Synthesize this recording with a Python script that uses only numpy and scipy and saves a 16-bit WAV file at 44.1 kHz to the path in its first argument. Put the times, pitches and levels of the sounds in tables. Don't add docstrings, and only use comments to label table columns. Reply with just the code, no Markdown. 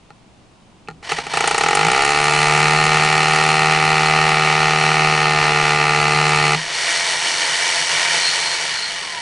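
import sys
import numpy as np
from scipy import signal
from scipy.fft import rfft, irfft, next_fast_len
from scipy.io import wavfile
from scipy.ndimage import uniform_filter1d

SR = 44100
rng = np.random.default_rng(int(sys.argv[2]) if len(sys.argv) > 2 else 0)


def natural_amplitude(level_db):
    exponent = np.asarray(level_db, float) / 20
    return 10 ** exponent


def generate_wav(sig):
    pcm = np.round(np.clip(np.atleast_2d(sig).T, -1, 1) * 32767).astype(np.int16)
    wavfile.write(sys.argv[1], SR, pcm)


N = 406513
TIME = np.arange(N) / SR
OPPOSITE = np.array([[1], [-1]])

# (time [s], peak [dB], steel crack re peak [dB])
SINGLE_BLOWS = [
    (1.029, -29, -15),
    (1.093, -21, -15),
    (1.12, -5.5, -11),
    (1.187, -10.5, -13),
    (1.268, -15.5, -9),
]
# (time [s], peak [dB])
SET_DOWN = [
    (.105, -34.5),
    (.8855, -21.5),
    (0.8898, -32.5),
    (.902, -33),
    (.911, -34),
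]
# (time [s], blow peak [dB], slab thrum re blow [dB])
PRESSURE = [(1.338, -7.5, -7), (1.375, -5, -7), (1.66, -3.5, -9), (1.88, -3.5, -1.5), (2.0, -4, -11),
            (2.35, -3.5, -2.5), (2.6, -2.5, -2), (3.36, -3, -8), (5.15, -3.5, -4.5), (6.5, -3.5, 0)]
# (start [s], end [s])
LIMPING_SPELLS = [
    (2.5, 3.55),
    (4.0, 5.08),
]
# (delay after the blow [ms], level [dB])
CHATTER = [(-3.5, -11), (-2, -8.5), (-0.94, -7), (.8, -3.5), (1.9, -8.5), (4, -9.5), (7.5, -14)]
# (frequency [Hz], t60 [s])
SLAB_THRUM = (158.25, 0.26)
# (frequency [Hz], level [dB], t60 [s])
DEEP_MODES = [(224, -24, .05), (437, -25.5, 0.027), (443.3, -8.5, 0.04), (666, -18, 0.069),
              (792.7, 5, 0.05), (955, -8, 0.028)]
HIGH_MODES = [(1067, -9, 0.016), (1300, -6, 0.037), (1387, -5, 0.033), (1673, -13, 0.03),
              (1838, -6.5, 0.038), (2044, -8.5, 0.027), (2307, -4, 0.013), (2462, -9.5, 0.014),
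              (2606, -10, 0.024), (3420, -24.5, 0.014), (3870, -16, 0.012), (4153, -9, 0.011),
              (5500, -33, 0.0082)]
LOOSE_MODES = [(466, -7, .04), (817, 2, .07), (1309, -6, .07), (1411, -9, .06)]
# (frequency [Hz], level [dB])
RADIATION = [(150, -19.5), (230, -6), (306, -6), (385, 2), (460, 2), (540, -5.5), (615, -1), (850, 1),
             (1000, -15.5), (1200, -0.5)]
# (frequency [Hz], width [Hz], level [dB])
STEEL_MODES = [(6670, 260, 1), (7430, 720, 3.5), (8820, 460, 1.5)]

# (time [s], speed [teeth/s])
PICKUP = [
    (1.02, 4),
    (1.1, 14),
    (1.25, 14),
    (1.338, 28.8),
    (1.575, 28.8),
    (1.6, 35),
    (1.73, 47),
    (1.84, 53.3),
]
# (time [s], speed [teeth/s])
LOADED_SPEED = [(2.45, 74.9), (2.75, 76.2), (3.46, 77.4), (4.26, 77.3), (4.34, 76.8), (5.05, 76.9),
                (5.49, 75.2), (5.86, 74.6), (6.26, 75.5), (6.56, 74.6)]
ENGAGE_S, SEATED_S, LIFT_S, RELEASE_S = 1.338, 2.0, 6.56, 8.53
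FREE_HZ = 88.4

# (time [s], level [dB])
WHIR = [(1.018, -85), (1.03, -41), (1.1, -28.5), (1.19, -30.5), (1.27, -37.5), (1.36, -23.5), (1.5, -24.5),
        (6.56, -25.5), (6.63, -26), (6.85, -21.5), (8.12, -21), (8.25, -20.5), (8.55, -22), (8.92, -28),
        (9.22, -31)]
# (frequency [Hz], width [Hz], level [dB])
HOUSING_MODES = [(688, 16, 3), (930, 140, 0), (1420, 120, -8), (1900, 200, 2), (2290, 100, -1),
                 (2970, 330, -2), (4400, 260, -3), (5560, 440, -12), (8060, 500, -15)]
# (frequency [Hz], density [dB/Hz])
HOUSING_WASH = [(120, -17), (283, -12), (680, -8), (1200, -9.5), (1930, -1.5), (2900, -5), (3700, -5),
                (4450, -11.5), (5200, -12), (10300, -24.5)]
# (time [s], level re whir [dB])
SQUEALS = [
    (6.46, -7),
    (8.27, -4),
    (8.47, -7),
    (8.83, -1),
]
# (time [s], level [dB], frequency [Hz], t60 [s])
SWITCH = (.8752, -30, 2600, .018)
# (frequency [Hz], side minus mid [dB])
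ECHO_SPREAD = [(60, -9), (110, -44), (190, -66.5), (340, -41), (610, -21.5), (1090, -22.5), (1940, -18),
               (3460, -16.5), (6170, -24), (11000, -12)]
# (frequency [Hz], density [dB/Hz])
AIR = [(15, -46), (25, -35.5), (103, -3.5), (136, -5), (220, -5), (262, -15.5), (905, -11.5), (1700, -23),
       (2620, -20.5), (9730, -33), (10500, -39), (13600, -88.5), (22000, -120)]


def hammer():
    s, size, thrum_db, crack_db = blows()
    blow = clicks(s, size)
    push = blow.copy()
    for ms, db in CHATTER:
        late_s = (ms + .03 * rng.standard_normal(len(s))) / 1000
        scatter_db = rng.standard_normal(len(s))
        push += clicks(s + late_s, size * natural_amplitude(db + scatter_db))
    grit = fade(blow, 6.1) * rng.standard_normal(N)
    push += natural_amplitude(-33) * grit
    touch_s, touch_db = np.transpose(SET_DOWN)
    tap = clicks(touch_s, natural_amplitude(touch_db))
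    touch = cut(tap, 2600, "low") + natural_amplitude(6.5) * tap
    thrum = mode(clicks(s, size * natural_amplitude(thrum_db)) + natural_amplitude(-1.0) * touch, *SLAB_THRUM)
    slab = ring_slab(blow, push, touch)
    steel = crack_steel(s, size * natural_amplitude(crack_db), tap)
    return natural_amplitude(-7.0) * slab + natural_amplitude(-18.0) * cut(thrum, 130, "high") + natural_amplitude(-0.5) * steel


def blows():
    jitter_ms, limp_late_ms, scatter_db = .025, .25, .6
    even_share, limp_share = .045, .13
    deepest_s, muffle_db_per_s, clear_db_per_s, skate_db = 5.08, 4, 6.5, 5
    db, thrum_db = columns(PRESSURE)
    on = (TIME >= ENGAGE_S) & (TIME < LIFT_S)
    turn = np.cumsum(speed()[on]) / SR
    count = np.arange(int(turn[-1]) + 1)
    s = np.interp(count, turn, TIME[on])
    i = (s * SR).astype(int)
    chance = rng.standard_normal((3, len(s)))
    limping = sum(spell(a, b, .15) for a, b in LIMPING_SPELLS)
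    limp = (even_share + (limp_share - even_share) * limping)[i] * (-1.) ** count
    crack_db = -12 - muffle_db_per_s * np.clip(s - SEATED_S, 0, deepest_s - SEATED_S)
    crack_db += clear_db_per_s * np.maximum(s - deepest_s, 0)
    crack_db += (s < SEATED_S) * skate_db * (chance[2] - .5)
    s = s + (jitter_ms * chance[0] + limp_late_ms * limp) / 1000
    size = natural_amplitude(db[i] + scatter_db * chance[1]) * (1 - limp)
    once_s, once_db, once_crack = np.transpose(SINGLE_BLOWS)
    once_thrum = np.full(len(once_s), -7.0)
    return (np.r_[once_s, s], np.r_[natural_amplitude(once_db), size],
            np.r_[once_thrum, thrum_db[i]], np.r_[once_crack, crack_db])


def ring_slab(blow, push, touch):
    loose = spell(-1, SEATED_S, .4)
    free_push = (blow + .5 * touch) * loose
    deep_push = (1 - .7 * loose) * (0.79 * blow + 0.24 * push + touch)
    free = sum(natural_amplitude(db) * mode(free_push, hz, t60) for hz, db, t60 in LOOSE_MODES)
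    deep = sum(natural_amplitude(db) * mode(deep_push, hz, t60) for hz, db, t60 in DEEP_MODES)
    high = sum(natural_amplitude(db) * mode(push + touch, hz, t60) for hz, db, t60 in HIGH_MODES)
    return -colour(natural_amplitude(-3.0) * deep + cut(high, 670, "high") + natural_amplitude(-2.0) * free, RADIATION)


def crack_steel(s, size, tap):
    scatter_db = 2.0 * rng.standard_normal(len(s))
    crack = clicks(s - 1.6 / 1000, size * natural_amplitude(scatter_db))
    burst = fade(crack + natural_amplitude(-20.0) * tap, 4.4) * rng.standard_normal(N)
    return sum(natural_amplitude(db) * band(burst, hz, width) for hz, width, db in STEEL_MODES)


def speed():
    full_s, full_hz = PICKUP[-1]
    lag_hz = settle(full_s, LOADED_SPEED[0][1] - full_hz, 0, .125)
    loaded = columns(LOADED_SPEED)[0] - lag_hz
    free = settle(LIFT_S, LOADED_SPEED[-1][1], FREE_HZ, .2)
    coast = settle(RELEASE_S, FREE_HZ, 21, .45)
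    stages = [TIME < full_s, TIME < LIFT_S, TIME < RELEASE_S]
    return np.select(stages, [columns(PICKUP)[0], loaded, free], coast)


def settle(s, hz, goal, tau):
    return goal + (hz - goal) * np.exp(-np.maximum(TIME - s, 0) / tau)


def motor():
    hz, free = speed(), spell(LIFT_S, N / SR + 1, 0.51)
    slowed = np.log2(hz / FREE_HZ) * (TIME > RELEASE_S)
    level_db, = columns(WHIR)
    low_db = -3 - 4 * free
    hiss_db = -9 + 4.5 * free + 2.5 * slowed
    squeal_db = -24 + 8 * free
    whine_db = -30 + 14.5 * free - 4.5 * slowed
    turn = 2 * np.pi * np.cumsum(hz) / SR
    beat = 1 + 0.17 * np.cos(turn) + 0.17 * np.cos(2 * turn + 2.0)
    beat += 0.26 * np.cos(4 * turn)
    uneven = natural_amplitude(2.2 * np.minimum(rng.exponential(size=N), 5))
    ticks = rng.standard_normal(N) * uneven * beat * natural_amplitude(.8 * walk(18))
    ring = sum(natural_amplitude(db) * band(ticks, f, width) * natural_amplitude(1.4 * walk(9)) for f, width, db in HOUSING_MODES)
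    whir = unit(colour(ticks, HOUSING_WASH)) + unit(ring)
    low = cut(cut(whir, 1250, "low"), 330, "high")
    middle = cut(cut(whir, 1250, "high"), 5500, "low")
    hiss = cut(whir, 5500, "high")
    thrum = unit(mode(ticks, *SLAB_THRUM))
    noise = unit(middle) + natural_amplitude(low_db) * unit(low) + natural_amplitude(hiss_db) * unit(hiss) + natural_amplitude(-28.5) * thrum
    return natural_amplitude(level_db) * (noise + bearing(ticks, squeal_db) + gears(turn, whine_db))


def bearing(ticks, squeal_db):
    squeal = band(band(ticks[::-1], 4270, 300), 4270, 300)
    bursts = sum(natural_amplitude(db) * np.exp(-((TIME - s) / .07) ** 2) for s, db in SQUEALS)
    return (natural_amplitude(squeal_db) + bursts) * unit(squeal)


def gears(turn, whine_db):
    whine = np.sin(26 * turn + 1.25 * walk(80)) * natural_amplitude(whine_db + 4 * walk(14))
    return whine + 1.8 * band(whine, 960, 80)


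def trigger():
    s, db, hz, t60 = SWITCH
    return mode(clicks([s], natural_amplitude(db)), hz, t60)


def handling():
    load, = columns([(.8, 0.17), (1.3, 0.47), (2.4, 1), (6.5, 0.82), (6.7, 0.16)])
    mid, side, shake = (unit(cut(rng.standard_normal(N), hz, "low")) for hz in (100, 100, 340))
    low = natural_amplitude(1.4 * walk(7)) * (mid + natural_amplitude(-14.0) * side * OPPOSITE)
    return natural_amplitude(-50.0) * load * (low + natural_amplitude(11.5) * shake)


def outdoors():
    mid, side = (unit(colour(rng.standard_normal(N), AIR)) * natural_amplitude(0.5 * walk(1.0)) for _ in range(2))
    shaken_db = 5 * spell(ENGAGE_S, LIFT_S, 0.15)
    return natural_amplitude(-51.5 + shaken_db) * (mid + natural_amplitude(-6.0) * side * OPPOSITE)


def unit(x):
    return x / np.sqrt(np.mean(x ** 2))


def columns(rows):
    s, *values = np.transpose(rows)
    return [np.interp(TIME, s, v) for v in values]


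def spell(start_s, end_s, edge_s):
    return np.clip(np.minimum(TIME - start_s, end_s - TIME) / edge_s + .5, 0, 1)


def colour(x, points):
    hz, db = np.transpose(points)
    size = next_fast_len(N + SR // 4)
    f = np.maximum(np.arange(size // 2 + 1) * SR / size, 1)
    gain = natural_amplitude(np.interp(np.log(f), np.log(hz), db))
    return irfft(rfft(x, size) * gain, size)[:N]


def band(x, hz, width_hz):
    return signal.lfilter(*signal.iirpeak(hz, hz / width_hz, SR), x)


def cut(x, hz, kind):
    return signal.sosfilt(signal.butter(4, hz, kind, fs=SR, output="sos"), x)


def mode(x, hz, t60):
    pole = np.exp(2j * np.pi * hz / SR - np.log(1000) / (t60 * SR))
    return signal.lfilter([1], [1, -pole], x).imag


def fade(x, ms):
    return signal.lfilter([1], [1, -np.exp(-1000 / (ms * SR))], x)


def clicks(s, size):
    place, out = np.asarray(s) * SR, np.zeros(N)
    i = place.astype(int)
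    np.add.at(out, i, size * (1 - place + i))
    np.add.at(out, i + 1, size * (place - i))
    return out


def walk(rate):
    k = int(SR / rate)
    steps = np.repeat(rng.standard_normal(N // k + 1), k)
    return unit(uniform_filter1d(uniform_filter1d(steps, k), k)[:N])


def scene():
    drill = hammer() + motor() + trigger()
    lag = np.arange(int(.05 * SR)) / SR
    smear = rng.standard_normal((2, len(lag))) * np.exp(-lag / 0.008)
    echo, side = (signal.fftconvolve(drill, h / np.linalg.norm(h))[:N] for h in smear)
    side = colour(side, ECHO_SPREAD) * natural_amplitude(1.8 * walk(30)) + 0.0059 * drill
    return drill + natural_amplitude(-15) * echo + side * OPPOSITE + handling() + outdoors()


def low_pass(x):
    return signal.sosfilt(signal.butter(12, 11620, fs=SR, output="sos"), x)


def record(dry):
    soft = np.tanh(1.1 * dry) / 1.1
    mix = signal.sosfilt(signal.ellip(10, .2, 70, 10350, fs=SR, output="sos"), soft)
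    return low_pass(mix)


dry = scene()
out = record(dry)
generate_wav(out)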